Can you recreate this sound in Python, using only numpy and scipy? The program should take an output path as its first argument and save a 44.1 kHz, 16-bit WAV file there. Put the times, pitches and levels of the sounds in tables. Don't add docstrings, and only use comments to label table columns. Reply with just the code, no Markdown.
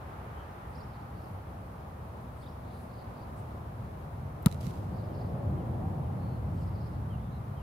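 import sys
import numpy as np
from scipy import signal
from scipy.fft import rfft, irfft
from scipy.io import wavfile

SR = 44100
rng = np.random.default_rng(int(sys.argv[2]) if len(sys.argv) > 2 else 0)


def generate_wav(signal):
    frames = np.transpose(np.atleast_2d(signal))
    scaled = np.clip(frames, -1, 1) * 32767
    pcm = np.round(scaled).astype(np.int16)
    wavfile.write(sys.argv[1], SR, pcm)


N = 336042
TIME = np.arange(N) / SR


# t/s, left level/dB, right level/dB
ECHO_ARRIVALS = [(4.4763, -35, -47.5), (4.4843, -28, -39), (4.5146, -39, -23.5), (4.526, -35, -20.5),
                 (4.5452, -41, -29), (4.668, -36, -21)]
# f/Hz, level/dB
ECHO_COLOUR = [(150, -7), (500, -17), (1500, -11), (2400, 1), (3200, 1), (7000, -0.5), (10000, -8),
               (15000, -6)]
# f/Hz, level/dB
RIGHT_SHADE = [(200, 0.5), (380, 0), (800, -7), (2400, -20), (4400, -16), (8000, -29), (15000, -34)]
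def kick(kick_s=4.4606, wall_db=-18, wall_s=4.6685, smear_db=-17, smear_s=0.00098):
    t = np.arange(SR // 8) / SR
    out = np.zeros((2, N))
    body = thump(t)
    direct = body + slap(t) + ring(t)
    add(out, kick_s, np.array([direct, coloured(direct, RIGHT_SHADE)]))
    returned = coloured(direct, ECHO_COLOUR)
    for s, left_db, right_db in ECHO_ARRIVALS:
        smear = gain_of(smear_db) * np.exp(-t / smear_s) * rng.standard_normal((2, len(t)))
        echo = signal.fftconvolve(returned[None], (t == 0) + smear, axes=1)
        add(out, s, gain_of([[left_db], [right_db]]) * echo)
    add(out, wall_s, panned(gain_of(wall_db) * body, 0))
    return out + scatter()


def thump(t, peak_db=-8, contact_s=.0124, stiffening=5.8, bass_cut_hz=110):
    size = -np.sin(np.pi * np.minimum(t / contact_s, 1)) ** stiffening
    push = np.gradient(np.gradient(size))
    for hz in (bass_cut_hz, bass_cut_hz / 2):
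        push = cut_bass(push, hz)
    return gain_of(peak_db) * push / abs(push).max()


# f/Hz, level/dB, time to fade by 60 dB/s
LEATHER_TONES = [(580, -40, .012), (3430, -23.5, 0.0063), (3900, -22.5, .0065), (9500, -22, 0.0054),
                 (10650, -23, .006)]
# f/Hz, level/dB
CRACK_COLOUR = [(400, -21), (1200, -2), (2600, -9.5), (3200, -3), (3800, -2.5), (4600, -6), (5500, -11),
                (7500, -4.5), (10000, -2.5), (13000, -5), (16000, -12)]
def slap(t, puff_s=0.00072, crack_s=0.0015, rub_s=0.0071, release_s=.0078, peel_s=0.00071):
    puff = gain_of(-15) * (1 - t / puff_s) * np.exp(-t / puff_s)
    skin = sum(gain_of(db - 60 * t / fade_s) * np.cos(2 * np.pi * hz * t)
               for hz, db, fade_s in LEATHER_TONES)
    snap = gain_of(-3) * (t == 0)
    crack = gain_of(-15) * np.exp(-t / crack_s)
    rub = gain_of(-35) * np.exp(-t / rub_s)
    peel = gain_of(-33) * np.exp(-((t - release_s) / peel_s) ** 2)
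    grip = (crack + rub + peel) * rng.standard_normal(len(t))
    return puff + skin + coloured(grip + snap, CRACK_COLOUR)


# f/Hz, relative level/dB, time to fade by 60 dB/s
AIR_TONES = [(300, -27.5, .04), (466, -34, .035), (967, -28, 0.027), (1280, -25.5, 0.026),
             (1360, -40, .018), (2100, -44, .02)]
def ring(t, touch_db=-2, release_db=2, release_s=.0082):
    blows = [(t, touch_db), (np.maximum(t - release_s, 0), release_db)]
    return sum(gain_of(blow_db + db - 60 * age / fade_s) * np.sin(2 * np.pi * hz * age)
               for age, blow_db in blows for hz, db, fade_s in AIR_TONES)


# start t/s, sweep time/s, level/dB, time to fade by 60 dB/s
ROUGH_SURFACES = [(4.466, 0.069, -64, .3), (4.598, .08, -58, .45)]
# f/Hz, level/dB
SCATTER_COLOUR = [(500, -31), (2000, 4), (4000, 4), (8000, -1.5), (12000, -0.5), (16000, -14)]
def scatter(rise_s=.012, late_db=-8, late_fade_s=2.2, grain_db=1.7):
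    power = np.zeros(N)
    for s, sweep_s, db, fade_s in ROUGH_SURFACES:
        rise = np.clip((TIME - s) / rise_s, 0, 1)
        after = np.maximum(TIME - s - sweep_s, 0)
        early = gain_of(-60 * after / fade_s)
        late = gain_of(late_db - 60 * after / late_fade_s)
        power += (rise * gain_of(db) * (early + late) / (1 + gain_of(late_db))) ** 2
    grain = gain_of(grain_db * waver(rate_hz=170))
    return panned(np.sqrt(power) * grain * diffuse(SCATTER_COLOUR), side_db=-4)


# f/Hz, level/dB
ENGINE_COLOUR = [(15, -58), (32, -32), (45, -21), (63, -8), (80, -3), (102, 0.5), (150, -5.5), (200, -10),
                 (280, -21.5), (500, -38), (1200, -75)]
# f/Hz, level/dB
WHEEL_COLOUR = [(150, -10), (290, 2.5), (335, 3), (390, -0.5), (550, 1.5), (800, -1), (1100, -10.5),
                (1600, -22.5), (3000, -37.5), (6000, -49)]
def truck(nearest_s=5.6, pass_s=1.3, engine_db=-33, wheels_db=-43.7, wobble_db=1):
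    engine_swell = passing(nearest_s, pass_s, falloff=2.2, rear_db=4.8)
    wheel_swell = passing(nearest_s, pass_s, falloff=3.5)
    engine = engine_swell * gain_of(engine_db + wobble_db * waver(rate_hz=6.6)) * diffuse(ENGINE_COLOUR)
    wheels = wheel_swell * gain_of(wheels_db) * diffuse(WHEEL_COLOUR)
    return panned(engine, side_db=0.1) + panned(wheels, side_db=2)


# nearest t/s, passing time/s, roar level/dB, tyre level/dB
PASSING_CARS = [(.3, .65, -53, -55), (3.35, .55, -51.5, -66)]
# f/Hz, level/dB
RUMBLE_COLOUR = [(15, -48), (32, -23), (45, -12), (62, 1), (85, 0), (115, -2), (140, -6), (200, -9.5),
                 (320, -23.5), (500, -41), (1200, -66)]
ROAR_COLOUR = [(120, -10), (300, -5), (450, -4.5), (800, -2.5), (1100, -6.5), (1600, -23), (3000, -32),
               (6000, -41)]
TYRE_COLOUR = [(600, -30), (1200, 6), (1600, -1), (2200, -7.5), (3200, -16.5), (4500, -26.5), (7000, -31),
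               (12000, -50)]
def traffic(rumble_db=-43.8, roar_db=-49.3, tyres_db=-59.5, wobble_db=1):
    roar_gain, tyre_gain = gain_of(roar_db), gain_of(tyres_db)
    for s, pass_s, car_roar_db, car_tyres_db in PASSING_CARS:
        near = passing(s, pass_s, falloff=1.6)
        roar_gain = np.hypot(roar_gain, gain_of(car_roar_db) * near)
        tyre_gain = np.hypot(tyre_gain, gain_of(car_tyres_db) * near)
    rumble = gain_of(rumble_db + wobble_db * waver(rate_hz=6.4)) * diffuse(RUMBLE_COLOUR)
    roar = roar_gain * gain_of(.5 * waver(rate_hz=12)) * diffuse(ROAR_COLOUR)
    tyres = tyre_gain * diffuse(TYRE_COLOUR)
    return panned(rumble, side_db=0.4) + panned(roar + tyres, side_db=0.3)


def passing(nearest_s, pass_s, falloff, rear_db=0):
    along = (TIME - nearest_s) / pass_s
    distance = np.hypot(1, along)
    return gain_of(rear_db * along / distance) / distance ** falloff


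# middle t/s, rough length/s, f/Hz, level/dB
ROAD_HUMS = [(.8, 1.2, 820, -58), (2.9, 1.8, 238.3, -55), (5.38, 0.23, 570, -47.5), (5.68, .35, 337, -53),
             (5.9, 0.33, 750, -51)]
def drones(width_share=0.077):
    out = np.zeros((2, N))
    shape = [(-2, -40), (-1, -8), (0, 0), (1, -8), (2, -40)]
    for s, length, hz, db in ROAD_HUMS:
        band = [(hz * (1 + step * width_share), step_db) for step, step_db in shape] + [(4 * hz, -90)]
        swell = np.exp(-(2 * (TIME - s) / length) ** 2)
        out += gain_of(db) * swell * diffuse(band)
    return out


# t/s, length/s, top f/Hz, level/dB, left minus right/dB
CLEAR_CHIRPS = [(.747, .021, 5250, -69, -10), (.769, .032, 5580, -70, -5), (.802, 0.0178, 4950, -66, -10),
                (.825, 0.023, 5550, -70, -6), (2.427, .022, 3750, -67, -5), (2.459, 0.022, 3900, -66.5, -8),
                (2.977, 0.044, 4870, -73, 8), (3.194, .055, 4920, -74, -7)]
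# t/s, length/s, rough top f/Hz, level/dB, left minus right/dB
FLOCK_BOUTS = [(.70, 0.16, 5300, -73, -8), (.89, .16, 5070, -75, -6), (1.08, 0.28, 5200, -77.5, -1),
               (2.37, .19, 5520, -72, -2), (2.57, 0.29, 4930, -72.5, -2), (2.86, 0.24, 5050, -72, 1.5),
               (3.12, .16, 4800, -76, -7), (4.9, .2, 5280, -73, 6), (5.1, .22, 5380, -70, -3),
               (6.53, .19, 5370, -72, 6), (6.68, 0.27, 5370, -73, -7), (6.87, .16, 5240, -79, 2)]
# t/s, level/dB
FALLING_WHISTLES = [(5.091, -78), (5.56, -78), (6.02, -79), (6.565, -77), (7.095, -68.5), (7.56, -72)]
# t/s, length/s, f/Hz, level/dB
BUZZY_NOTES = [(.345, .11, 3150, -72.5), (6.14, .29, 4350, -78), (7.18, .14, 3530, -79),
               (7.295, .11, 4020, -76.5)]
def birds(echo_db=-7, fade_s=1.0):
    out = np.zeros((2, N))
    for call, table in ((chirp, CLEAR_CHIRPS), (chatter, FLOCK_BOUTS)):
        for s, length, top_hz, db, side_db in table:
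            add(out, s, panned(gain_of(db) * call(length, top_hz), side_db))
    for s, db in FALLING_WHISTLES:
        add(out, s, panned(gain_of(db) * whistle(), side_db=-7))
    for s, length, hz, db in BUZZY_NOTES:
        add(out, s, panned(gain_of(db) * buzz(length, hz), side_db=-7))
    t = np.arange(SR) / SR
    tail = rng.standard_normal((2, len(t))) * gain_of(-60 * t / fade_s)
    blur = signal.fftconvolve(out, tail / np.linalg.norm(tail[0]), axes=1)[:, :N]
    return out + gain_of(echo_db) * blur


def chirp(length, top_hz, dip=.2):
    arch = 1 - dip * abs(np.linspace(-1, 1, int(length * SR))) ** 1.445
    return note(top_hz * arch)


def chatter(length, top_hz, per_s=220, dip=.28):
    out = np.zeros((2, int(length * SR)))
    for when, span, pitch, strength, side in rng.random((int(per_s * length) + 1, 5)):
        one = chirp(.012 + 0.0185 * span, top_hz * (1.04 - .2 * pitch), dip)
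        add(out, when * length, panned(gain_of(-12 * strength) * one, 24 * (side - .5)))
    return evened(out) * signal.windows.tukey(out.shape[1], .7)


def whistle(length=.07, hz=2950, fall=0.084):
    glide = np.cos(np.pi * np.linspace(-.2, 1, int(length * SR)))
    return note(hz * (1 + fall * glide))


def buzz(length, hz, flutter_hz=62, depth=0.048, dip=.07):
    flutter = np.sin(2 * np.pi * flutter_hz * np.arange(int(length * SR)) / SR)
    arch = 1 - dip * np.linspace(-1, 1, len(flutter)) ** 2
    return note(hz * arch * (1 + depth * flutter), taper=.7)


def note(hz, taper=0.36):
    return evened(np.sin(2 * np.pi * np.cumsum(hz) / SR) * signal.windows.tukey(len(hz), taper))


# middle t/s, half length/s, middle f/Hz, level/dB
SOFT_RUSTLES = [(.73, .15, 9500, -79), (1.28, 0.21, 11500, -77), (2.41, 0.14, 9000, -77),
                (2.805, 0.18, 10400, -73), (3.39, .06, 8800, -72), (4.428, .014, 12500, -62),
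                (6.607, 0.17, 8000, -78)]
def rustles(width_hz=1800, floor_db=-11):
    out = np.zeros((2, N))
    for s, half_s, centre_hz, db in SOFT_RUSTLES:
        n = int(2 * half_s * SR)
        hz = np.fft.rfftfreq(n, 1 / SR)
        colour = np.exp(-((hz - centre_hz) / width_hz) ** 2) + gain_of(floor_db)
        brush = evened(irfft(rfft(rng.standard_normal(n)) * colour, n)) * np.hanning(n) ** 2
        add(out, s - half_s, panned(gain_of(db) * brush, side_db=13))
    return out


# f/Hz, level/dB
HISS_COLOUR = [(1000, -9.5), (4000, 5), (6000, -1), (7500, -4.5), (9300, 0), (10100, 6), (10800, 1.5),
               (12500, 6), (14200, 1.5), (16000, -21)]
def hiss(db=-70.5):
    return gain_of(db) * diffuse(HISS_COLOUR)


# f/Hz, likeness (1 = the same, 0 = unrelated)
SIDE_LIKENESS = [(60, 1), (130, 0.98), (290, 0.86), (640, 0.19), (1300, -0.17), (3000, 0.1), (7000, -0.037)]
def diffuse(points):
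    hz = np.fft.rfftfreq(N, 1 / SR)
    left, other = rfft(rng.standard_normal((2, N)))
    same = np.clip(read(SIDE_LIKENESS, hz), -1, 1)
    right = same * left + np.sqrt(1 - same ** 2) * other
    return evened(irfft(np.array([left, right]) * gain_of(read(points, hz)), N))


def waver(rate_hz):
    smoothing = np.exp(-(np.fft.rfftfreq(N, 1 / SR) / rate_hz) ** 2)
    return evened(irfft(rfft(rng.standard_normal(N)) * smoothing, N))


def coloured(x, points, size=4096):
    log_gain = np.log(gain_of(read(points, abs(np.fft.fftfreq(size, 1 / SR)))))
    taps = np.fft.ifft(np.exp(np.conj(signal.hilbert(log_gain)))).real
    return signal.fftconvolve(x, taps[:size // 2])[:len(x)]


def cut_bass(x, hz):
    return signal.sosfilt(signal.butter(1, hz, "high", fs=SR, output="sos"), x)


def read(points, hz):
    f, value = np.transpose(points)
    return np.interp(np.log(hz + 1), np.log(f + 1), value)


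def gain_of(db):
    return 10 ** (np.asarray(db) / 20)


def evened(x):
    return x / np.sqrt(np.mean(x ** 2) + 1e-20)


def panned(x, side_db):
    return gain_of([[side_db / 2], [-side_db / 2]]) * x


def add(mix, s, sound):
    part = mix[:, round(s * SR):][:, :sound.shape[1]]
    part += sound[:, :part.shape[1]]


def scene():
    return kick() + traffic() + truck() + drones() + birds() + rustles() + hiss()


def record(dry, low_hz=12, high_hz=15900):
    treble_cut = signal.firwin(255, high_hz, window=("kaiser", 9), fs=SR)
    return signal.oaconvolve(cut_bass(dry, low_hz), treble_cut[None], "same")


dry = scene()
out = record(dry)
generate_wav(out)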